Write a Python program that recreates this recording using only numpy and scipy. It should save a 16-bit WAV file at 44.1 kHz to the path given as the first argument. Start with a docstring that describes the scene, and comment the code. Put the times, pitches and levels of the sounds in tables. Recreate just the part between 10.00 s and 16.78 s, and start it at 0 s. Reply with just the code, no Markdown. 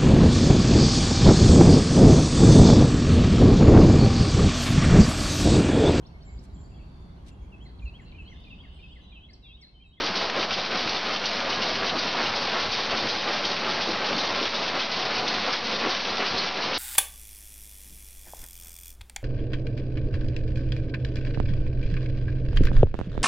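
"""A small room, where a sheet-fed offset press runs steadily as a microphone is carried along its side.
Gears roar and inked rollers sizzle over motor hum; handling the microphone adds a low rumble.
Each cylinder turn brings a rattling thump, two puffs of feeder air, gripper clicks and the slide of a
sheet. Covers knock, bare metal ticks and the front lay often clacks against its stop. Every third turn
the ink ductor swings over with a low clatter. Close panels and walls add short echoes."""
import sys
import numpy as np
from scipy import signal
from scipy.fft import rfft, irfft, next_fast_len
from scipy.io import wavfile
from scipy.ndimage import map_coordinates

SR = 44100
rng = np.random.default_rng(int(sys.argv[2]) if len(sys.argv) > 2 else 0)


def unload_wav(signal):
    """Save mono or channel-first audio to the path in sys.argv[1] as 16-bit WAV at rate SR, clipped to [-1, 1]."""
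    wavfile.write(
        sys.argv[1],
        SR,
        np.round(np.clip(np.atleast_2d(signal).T, -1, 1) * 32767).astype(np.int16),
    )


N = 298998
T = np.arange(N) / SR
TURN_S = .36595
TURN_STARTS_S = np.arange(0, N / SR, TURN_S)


def amp(db):
    """Decibels to gain."""
    return 10 ** (np.asarray(db) / 20)


def unit_rms(x):
    """Scales to unit RMS."""
    return x / np.sqrt(np.mean(x ** 2) + 1e-20)


def curve(rows, column=1):
    """Table column, linearly interpolated in time."""
    rows = np.asarray(rows)
    return np.interp(T, rows[:, 0], rows[:, column])


def coloured(x, spectrum):
    """Filters x by a spectrum table; unit RMS."""
    hz, db = np.transpose(spectrum)
    size = next_fast_len(N)
    bins_hz = np.fft.rfftfreq(size, 1 / SR)
    gain = amp(np.interp(np.log(bins_hz + 1), np.log(hz), db))
    return unit_rms(irfft(rfft(x, size) * gain, size)[:N])


def add(mix, at_s, sound):
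    """Mixes a sound in at at_s."""
    part = mix[max(round(at_s * SR), 0):][:len(sound)]
    part += sound[:len(part)]


def drift(per_s):
    """Smooth random wander of about unit size."""
    knots = rng.standard_normal(4096)
    t = T[::64]
    return np.interp(T, t, map_coordinates(knots, [t * per_s], mode="wrap"))


def resonate(x, hz, width_hz):
    """Steep resonance; hz may be a curve."""
    carrier = np.exp(2j * np.pi * np.cumsum(hz * np.ones(len(x))) / SR)
    pole = np.exp(-np.pi * width_hz * 1.5 / SR)
    baseband = signal.lfilter([(1 - pole) ** 2], [1, -2 * pole, pole * pole], x / carrier)
    return unit_rms((carrier * baseband).real)


def rattle(per_s, share):
    """Tiny impacts, smeared by nearby parts, in smooth noise; share is their part of the power."""
    t = np.arange(600) / SR
    scatter = rng.standard_normal((4, len(t))) * amp(-60 * t / .012)
    strikes = rng.uniform(-1, 1, (4, N)) * (rng.random((4, N)) < per_s / 4 / SR)
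    spectra = rfft(scatter, 1024, axis=1)
    flat_scatter = irfft(spectra / abs(spectra), axis=1)
    impacts = signal.oaconvolve(strikes, flat_scatter, axes=1).sum(axis=0)[:N]
    return np.sqrt(share) * unit_rms(impacts) + np.sqrt(1 - share) * rng.standard_normal(N)


def each_turn(starts_s, accent_db=0, jitter_s=.001, jitter_db=0.12):
    """Time and accent of each turn's blow, slightly scattered."""
    late, weak = rng.standard_normal((len(starts_s), 2)).T
    return zip(starts_s + jitter_s * late, accent_db - jitter_db * weak)


def stroke(at_s, rise_s, t60_s, hold_s=0, starts_s=TURN_STARTS_S, accent_db=0):
    """Rise, hold and decay envelope, at_s into each given turn."""
    power = np.zeros(N)
    for start_s, turn_db in each_turn(starts_s, accent_db):
        t = T - start_s - at_s
        active = (t > 0) & (t < rise_s + hold_s + t60_s)
        t = t[active]
        decay_db = 60 * np.maximum(t - rise_s - hold_s, 0) / t60_s
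        power[active] += (np.minimum(t / rise_s, 1) * amp(turn_db - decay_db)) ** 2
    return np.sqrt(power)


def ring(hz, width_hz, t60_s, rise_s):
    """Struck part: a decaying cluster of close modes."""
    t = np.arange(SR // 2) / SR
    settle = 2048
    modes = resonate(rng.standard_normal(len(t) + settle), hz, width_hz)[settle:]
    return modes * np.minimum(t / rise_s, 1) * amp(-60 * t / t60_s)


def cylinder_gap_db(width_s, gain_db, at_s=.115):
    """Level change as the cylinder gap passes, once a turn."""
    from_gap_s = (T - at_s + TURN_S / 2) % TURN_S - TURN_S / 2
    return gain_db * np.exp(-(from_gap_s / width_s) ** 2)


ROAR, HISS = 1, 2  # columns of WALK and LULLS
# Gain along the walk: (time [s], roar [dB], hiss [dB])
WALK = [(0, 1.5, 1.5), (.75, 1, 1.3), (1.2, 0.5, 2.5), (1.65, 1, 1.8), (2.3, 1.1, 1.7), (3.1, 1, 1.5),
        (3.65, 2, 0.7), (4.2, 2.5, 1.5), (4.75, 1, 2), (5.1, 1.5, 1.5), (5.8, 0.5, 2), (6.78, 1, 1)]


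def walk_db(column):
    """Level change as the microphone passes the parts."""
    return curve(WALK, column)


# Brief level changes: (time [s], roar [dB], hiss [dB])
LULLS = [(.12, -1, -1.5), (.275, -0.5, -1), (.335, -1.5, -3), (0.481, -1.5, -4.5), (.69, -1, -2),
         (1.0, -2, -1), (1.19, -3, -4.5), (1.44, -1, -2), (1.795, -0.5, -0.5), (1.941, -0.5, -4),
         (2.68, -1.5, -1), (3.185, -1.5, -1), (3.405, -1, 0), (3.605, -1, -0.5), (3.78, 2, 0),
         (3.835, -2, 0.5), (4.50, -6.5, -1), (4.735, -1, -3.5), (4.88, -4.5, -2.5), (5.241, 0.5, -2.5),
         (5.565, -6, -0.5), (5.612, -3.5, -3.5), (5.75, 1, 0.5), (6.009, -4, 0.5), (6.535, -3.5, -3.5)]


def lulls_db(column, width_s=0.036):
    """Brief dips and a few small lifts."""
    return sum(row[column] * np.exp(-((T - row[0]) / width_s) ** 2) for row in LULLS)


# Gear spectrum: (frequency [Hz], gain [dB])
GEAR_SPECTRUM = [(20, -35), (45, -27), (90, -10.5), (160, -9.5), (195, -3), (320, -5.5), (560, -0.5),
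                 (780, -1), (900, -2.5), (1150, -2.5), (1500, -6), (2200, -10.5), (4000, -34.5)]


def gears():
    """Teeth and bearings roar; the deep part repeats every turn."""
    looped_noise = np.resize(rng.standard_normal(round(TURN_S * SR)), N)
    deep = signal.lfilter(*signal.butter(2, 330, fs=SR), looped_noise)
    teeth = rattle(per_s=800, share=0.14) + 0.68 * deep
    gap_db = cylinder_gap_db(width_s=0.031, gain_db=1)
    level_db = -33.5 + walk_db(ROAR) + lulls_db(ROAR) + gap_db + drift(45)
    return coloured(teeth, GEAR_SPECTRUM) * amp(level_db)


# Ink sizzle spectrum: (frequency [Hz], gain [dB])
ROLLER_SPECTRUM = [(500, -17), (1200, -4.5), (1900, 0), (2500, 3), (3400, 1.5), (4400, 2.5), (5000, -1),
                   (5450, -3), (5950, -9.5), (6500, -25), (7000, -15.5)]


def rollers():
    """Tacky ink splits between the rollers; the sizzle eases at the cylinder gap."""
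    sizzle = coloured(rattle(per_s=520, share=0.35), ROLLER_SPECTRUM)
    gap_db = cylinder_gap_db(width_s=0.01, gain_db=-1)
    return sizzle * amp(-33 + gap_db + walk_db(HISS) + lulls_db(HISS) + 0.97 * drift(60))


# Shaft and gear-mesh tones: (frequency [Hz], relative level [dB])
MOTOR_TONES = [(98.3, -77), (180.3, -61), (196.6, -56), (222, -62), (246.2, -53.5), (393.8, -55),
               (442.8, -60), (492.3, -54.5), (659.5, -53.5), (738.2, -50), (849.2, -53), (983, -52.5),
               (1039, -52), (1598.8, -55.5)]
# Gear whine, loud where the room favours it: (time [s], level [dB])
WHINE_LEVEL = [(0, -62), (4.88, -60), (5.0, -41.5), (5.3, -42), (5.5, -44.5), (5.62, -56), (6.33, -56),
               (6.48, -47), (6.56, -47), (6.8, -54)]
# Low tones at spots in the room: (time [s], half length [s], frequency [Hz], level [dB])
MOTOR_SWELLS = [(.35, 0.48, 181, -48.5), (1.8, 0.32, 393, -47), (3.953, .13, 197, -48.5),
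                (5.33, 0.09, 221, -43), (5.72, .07, 221, -41)]


def motor(whine_hz=740):
    """Shaft and mesh tones waver and fade as the microphone moves through the room."""
    hum = np.zeros(N)
    for hz, db in MOTOR_TONES:
        hum += amp(db - 2 + 2.9 * drift(2.8)) * np.sin(2 * np.pi * hz * T + 0.96 * drift(7.7))
    whine_gain = amp(curve(WHINE_LEVEL) + 1.5 * drift(20))
    whine = whine_gain * np.sin(2 * np.pi * whine_hz * T + .3 * drift(24))
    for at_s, half_s, hz, db in MOTOR_SWELLS:
        swell = amp(db) * np.exp(-((T - at_s) / half_s) ** 2)
        hum += swell * np.sin(2 * np.pi * hz * T + 0.17 * drift(6.5))
    return np.sqrt(2) * (hum + whine)


# Microphone handling rumble: (time [s], level [dB])
RUMBLE_LEVEL = [(0, -68), (1.38, -65), (1.55, -52), (2.0, -59), (2.6, -53.5), (3.05, -55.5), (3.4, -67.5),
                (6.8, -77.5)]
# Rumble spectrum: (frequency [Hz], gain [dB])
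RUMBLE_SPECTRUM = [(20, -9.5), (45, -5.5), (70, 1.5), (110, 2.5), (170, -26), (400, -36)]


def handling_rumble():
    """Low rumble of the microphone being handled and carried, swelling from about 1.5 to 3 s."""
    rumble = coloured(rng.standard_normal(N), RUMBLE_SPECTRUM)
    return rumble * amp(curve(RUMBLE_LEVEL) + 6.9 * drift(11))


# Accents per turn: (start [s], thump [dB], feeder blast [dB])
TURN_ACCENTS = [(0, -4.5, -0.5), (.366, -4, -4.5), (.732, -6, -6), (1.098, -4.5, -12), (1.464, -10, -1),
                (1.830, -6, -0.5), (2.196, -2, -3), (2.562, -4, -1), (2.928, -3.5, -2), (3.293, -4.5, 0),
                (3.660, -5, -4), (4.025, -6, -1), (4.391, -6.5, -4), (4.757, -4.5, -5), (5.123, -5, -4),
                (5.489, -5.5, -5), (5.855, -1, -9), (6.219, -3.5, -2.5), (6.587, -8, 0)]
# Thump and swing arm spectra: (frequency [Hz], gain [dB])
THUMP_SPECTRUM = [(60, -21.5), (130, -24.5), (230, -3), (370, 3), (560, 3), (850, -1), (1200, 2),
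                  (1650, -1), (2300, -3), (3500, -5.5), (4800, -11), (6400, -27)]
ARM_SPECTRUM = [(60, -19.5), (220, 3), (560, 6), (1200, 5), (1700, -5.5), (4200, 4), (5400, -2.5),
                (6600, -15)]


def cylinders():
    """The cylinder gap thumps through the frame; the swing arm clatters back."""
    starts_s, thump_db, _ = np.transpose(TURN_ACCENTS)
    thump = amp(-25) * coloured(rattle(per_s=1000, share=0.47), THUMP_SPECTRUM)
    thump *= stroke(at_s=-0.06, rise_s=0.048, t60_s=0.25, hold_s=0.021,
                    starts_s=starts_s, accent_db=thump_db)
    arm = amp(-32.5 + walk_db(ROAR)) * coloured(rattle(per_s=860, share=0.41), ARM_SPECTRUM)
    arm *= stroke(at_s=0.185, rise_s=0.041, t60_s=0.12)
    return (thump + arm) * amp(lulls_db(ROAR))


# Sucker, blower and sheet spectra: (frequency [Hz], gain [dB])
SUCKER_SPECTRUM = [(200, -15), (800, -2.5), (1200, 0), (2300, -5.5), (3000, -2.5), (4200, 0), (4800, 1.5),
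                   (5400, -3), (5950, -8), (6800, -30.5)]
BLOWER_SPECTRUM = [(1000, -30), (2300, -11.5), (3000, -1.5), (3600, 1.5), (4200, -0.5), (4800, 1.5),
                   (5400, -3), (5950, -8), (6800, -26.5)]
SHEET_SPECTRUM = [(200, -19.5), (900, -20.5), (2300, -13), (3000, 4), (3600, 8), (4800, 6.5), (5400, 6),
                  (5950, -6), (6800, -32.5)]
# Air jet resonance along the walk: (time [s], frequency [Hz], level before accents [dB])
JET_RESONANCE = [(0, 5500, -59), (1.3, 5050, -46), (2.2, 4440, -41.5), (3.1, 3780, -42), (5.3, 4250, -41),
                 (6.8, 4430, -46)]


def feeder():
    """Suckers vent, the blower lifts a sheet with a ringing jet, the sheet slides down the board."""
    sucker = amp(-31) * coloured(rattle(per_s=890, share=0.21), SUCKER_SPECTRUM)
    sucker *= stroke(at_s=0.0022, rise_s=0.042, t60_s=0.64)
    blower = amp(-28.5) * coloured(rattle(per_s=1900, share=0.2), BLOWER_SPECTRUM)
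    jet = resonate(rng.standard_normal(N), curve(JET_RESONANCE), width_hz=420)
    jet *= amp(curve(JET_RESONANCE, column=2))
    starts_s, _, blast_db = np.transpose(TURN_ACCENTS)
    blast = stroke(at_s=0.1498, rise_s=0.0084, t60_s=0.46, starts_s=starts_s, accent_db=blast_db)
    sheet = amp(-36.5 + walk_db(HISS)) * coloured(rattle(per_s=990, share=0.93), SHEET_SPECTRUM)
    sheet *= stroke(at_s=0.223, rise_s=0.017, t60_s=0.53)
    return (sucker + (blower + jet) * blast + sheet) * amp(lulls_db(HISS))


# Frame and cover knocks: (time [s], frequency [Hz], t60 [s], level [dB])
KNOCKS = [(0.014, 230, 0.23, -35), (.36, 397, 0.23, -24.5), (0.734, 228, 0.24, -36), (.748, 754, 0.18, -34),
          (1.462, 850, 0.24, -28.5), (1.585, 483, 0.12, -27), (1.818, 1006, 0.14, -26),
          (1.925, 604, .22, -29), (2.135, 700, 0.16, -24), (2.185, 892, .21, -27), (2.545, 898, 0.23, -29),
          (2.915, 564, 0.24, -27), (3.033, 392, 0.18, -33), (3.283, 855, 0.12, -22),
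          (3.428, 300, 0.11, -27.5), (3.656, 840, 0.22, -28), (3.868, 350, 0.23, -25.5),
          (4.017, 710, 0.2, -31), (4.222, 804, .14, -26), (4.404, 344, 0.13, -22),
          (5.315, 690, 0.27, -32.5), (5.462, 806, 0.26, -25.5), (5.829, 1000, .25, -26),
          (5.845, 400, 0.22, -24.5), (6.176, 1070, 0.26, -35)]


def knocks():
    """The frame or a loose cover knocks; panels radiate little deep bass."""
    out = np.zeros(N)
    for at_s, hz, t60_s, db in KNOCKS:
        add(out, at_s, amp(db) * ring(hz, 0.78 * hz, t60_s, rise_s=0.015))
    return signal.sosfilt(signal.butter(4, 175, "highpass", fs=SR, output="sos"), out)


def click(hz, width_hz, t60_s):
    """Small stiff parts ring with one mode, wide ones with a cluster."""
    t = np.arange(SR // 2) / SR
    mode = np.sqrt(2) * np.sin(2 * np.pi * hz * t) * np.minimum(t / 0.0045, 1) * amp(-60 * t / t60_s)
    cluster = ring(hz, width_hz, t60_s, rise_s=0.0028)
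    purity = np.exp(-width_hz / 450)
    return np.sqrt(purity) * mode + np.sqrt(1 - purity) * cluster


# Strikes in every turn: (time in turn [s], frequency [Hz], width [Hz], t60 [s], relative level [dB])
TURN_CLICKS = [(.061, 3100, 650, 0.035, -28), (0.064, 3600, 1480, 0.03, -28.5),
               (.062, 1070, 350, .025, -41), (.074, 4030, 260, 0.033, -29.5),
               (0.095, 5010, 1210, .03, -36.5), (.141, 2345, 1114, 0.028, -26.5),
               (0.14, 1390, 304, 0.028, -28), (0.147, 4420, 1450, 0.014, -29), (0.16, 5270, 700, .04, -42),
               (0.162, 4200, 448, 0.18, -38.5), (0.296, 1930, 890, 0.048, -31.5),
               (0.297, 4270, 1600, 0.025, -29), (0.349, 1270, 264, 0.016, -33.5)]
# Harder gripper snaps: (time [s], frequency [Hz], width [Hz], t60 [s], level [dB])
GRIPPER_SNAPS = [(.209, 1995, 500, 0.057, -26), (.531, 3550, 900, .09, -27), (.875, 2400, 800, 0.054, -30),
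                 (1.272, 4550, 402, 0.071, -29), (1.525, 2980, 40, 0.064, -30),
                 (1.619, 2840, 900, .11, -29), (1.892, 3100, 120, 0.049, -21), (2.257, 2850, 150, .06, -27),
                 (2.266, 3840, 450, .055, -24), (2.335, 2180, 100, 0.057, -28),
                 (2.626, 3100, 300, 0.063, -31), (3.091, 4130, 300, .1, -30), (3.437, 3200, 200, .07, -26),
                 (3.808, 2450, 900, 0.076, -28.5), (4.191, 3950, 600, 0.15, -29),
                 (4.453, 3320, 500, .08, -29), (4.561, 3790, 300, .07, -31), (4.817, 3240, 900, .08, -29),
                 (4.920, 4200, 450, .17, -35), (5.268, 3000, 1300, 0.1, -27),
                 (5.283, 4230, 350, 0.15, -29.5), (5.532, 1620, 1300, 0.2, -29),
                 (5.902, 4520, 350, .08, -24.5), (6.21, 2340, 500, .14, -33),
                 (6.384, 4240, 300, 0.12, -27.5), (6.741, 3820, 150, 0.064, -30)]


def grippers(start_db=2, fade_db_per_s=0.5):
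    """Grippers, lays and cam followers click, fading as the feeder recedes; some snaps clink harder."""
    out = np.zeros(N)
    for at_s, hz, width_hz, t60_s, db in TURN_CLICKS:
        for start_s, turn_db in each_turn(TURN_STARTS_S):
            gain = amp(db + turn_db + start_db - fade_db_per_s * start_s)
            add(out, start_s + at_s, gain * click(hz, width_hz, t60_s))
    for at_s, hz, width_hz, t60_s, db in GRIPPER_SNAPS:
        add(out, at_s, amp(db) * click(hz, width_hz, t60_s))
    return out


# Dry ticks near the feeder: (time [s], level [dB])
TICKS = [(0.065, -25), (.298, -23), (.429, -22.5), (.508, -25), (.661, -30), (1.162, -35), (1.754, -24),
         (1.868, -29), (1.894, -24), (2.570, -31), (2.915, -27), (3.277, -34), (4.680, -24), (5.017, -30),
         (5.949, -22), (6.319, -32)]
# Tick spectrum: (frequency [Hz], gain [dB])
TICK_SPECTRUM = [(500, -3), (1500, -0.5), (2700, 11.5), (4000, 9.5), (5600, 3), (6600, -25.5)]


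def ticks(t60_s=0.042):
    """Bare metal meets metal: instant attack, almost no ring."""
    t = np.arange(SR // 4) / SR
    envelope = np.zeros(N)
    for at_s, db in TICKS:
        add(envelope, at_s, amp(db - 60 * t / t60_s))
    return envelope * coloured(rng.standard_normal(N), TICK_SPECTRUM)


# Front lay clacks: (time [s], level [dB])
LAY_CLACKS = [(.162, -28), (.526, -26), (.893, -26), (1.256, -24), (1.626, -29.5), (1.992, -34),
              (2.36, -29), (2.728, -32), (3.088, -30), (3.814, -30), (4.182, -31), (4.797, -41),
              (5.278, -26), (5.528, -25.5), (5.905, -31), (6.381, -28)]
# Clack spectrum: (frequency [Hz], gain [dB])
CLACK_SPECTRUM = [(800, -13), (2400, -16), (3300, 0.5), (4200, -0.5), (5100, 3.5), (5600, 0.5), (6100, -12),
                  (6700, -28.5)]


def front_lay(t60_s=0.05, bounce_s=0.0048, bounce_db=-8.5):
    """The front lay snaps against its stop and bounces once: a bright clack."""
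    t = np.arange(SR // 4) / SR
    power = np.zeros(N)
    for at_s, db in LAY_CLACKS:
        blow = amp(db - 60 * t / t60_s)
        add(power, at_s, blow ** 2)
        add(power, at_s + bounce_s, (amp(bounce_db) * blow) ** 2)
    return np.sqrt(power) * coloured(rng.standard_normal(N), CLACK_SPECTRUM)


# Ductor clatter spectrum: (frequency [Hz], gain [dB])
DUCTOR_SPECTRUM = [(60, -16), (200, 7), (350, 3), (600, -6.5), (1200, -4), (2200, -19), (4500, -3),
                   (6500, -27)]


def ductor():
    """Every third turn the ductor roller meets the ink train and spins up with a clatter."""
    clatter = amp(-32.5) * coloured(rattle(per_s=700, share=0.53), DUCTOR_SPECTRUM)
    return clatter * stroke(at_s=0.064, rise_s=0.077, t60_s=0.12, starts_s=TURN_STARTS_S[2::3])


def walls(x, extra_paths_m=(.9, 1.4, 2.1, 2.9, 3.7), sway_m=0.125, echo_db=-20):
    """Adds treble echoes off panels and walls; the paths sway as the microphone moves."""
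    sound_m_per_s = 343
    treble = signal.sosfilt(signal.butter(2, 600, "highpass", fs=SR, output="sos"), x)
    delays_s = [(path_m + sway_m * drift(1.1)) / sound_m_per_s for path_m in extra_paths_m]
    echoes = sum(np.interp(T - delay_s, T, treble, left=0) for delay_s in delays_s)
    return x + amp(echo_db) * echoes


def room_tail(x, t60_s=0.052, taps_per_s=2000):
    """Close walls return a short, dense tail."""
    t = np.arange(SR // 2) / SR
    taps = rng.choice([-1., 1.], len(t)) * (rng.random(len(t)) < taps_per_s / SR) * (t > .004)
    tail = taps * amp(-60 * t / t60_s)
    return signal.fftconvolve(x, tail / np.linalg.norm(tail))[:N]


def scene():
    """The press, its reflections and the handling rumble, alike in both channels."""
    hits = grippers() + front_lay() + ticks() + knocks()
    running = gears() + rollers() + cylinders() + ductor() + feeder()
    mix = motor() + handling_rumble() + walls(running) + hits + amp(-5) * room_tail(hits)
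    return np.array([mix, mix])


def record(dry):
    """Narrow-band microphone; its converter rests slightly below zero."""
    cutoff_hz, dc_offset = 6650, -.008
    low_pass = signal.firwin(221, cutoff_hz, window=("kaiser", 8), fs=SR)
    return signal.oaconvolve(dry, low_pass[None], "same") + dc_offset


dry = scene()
out = record(dry)
unload_wav(out)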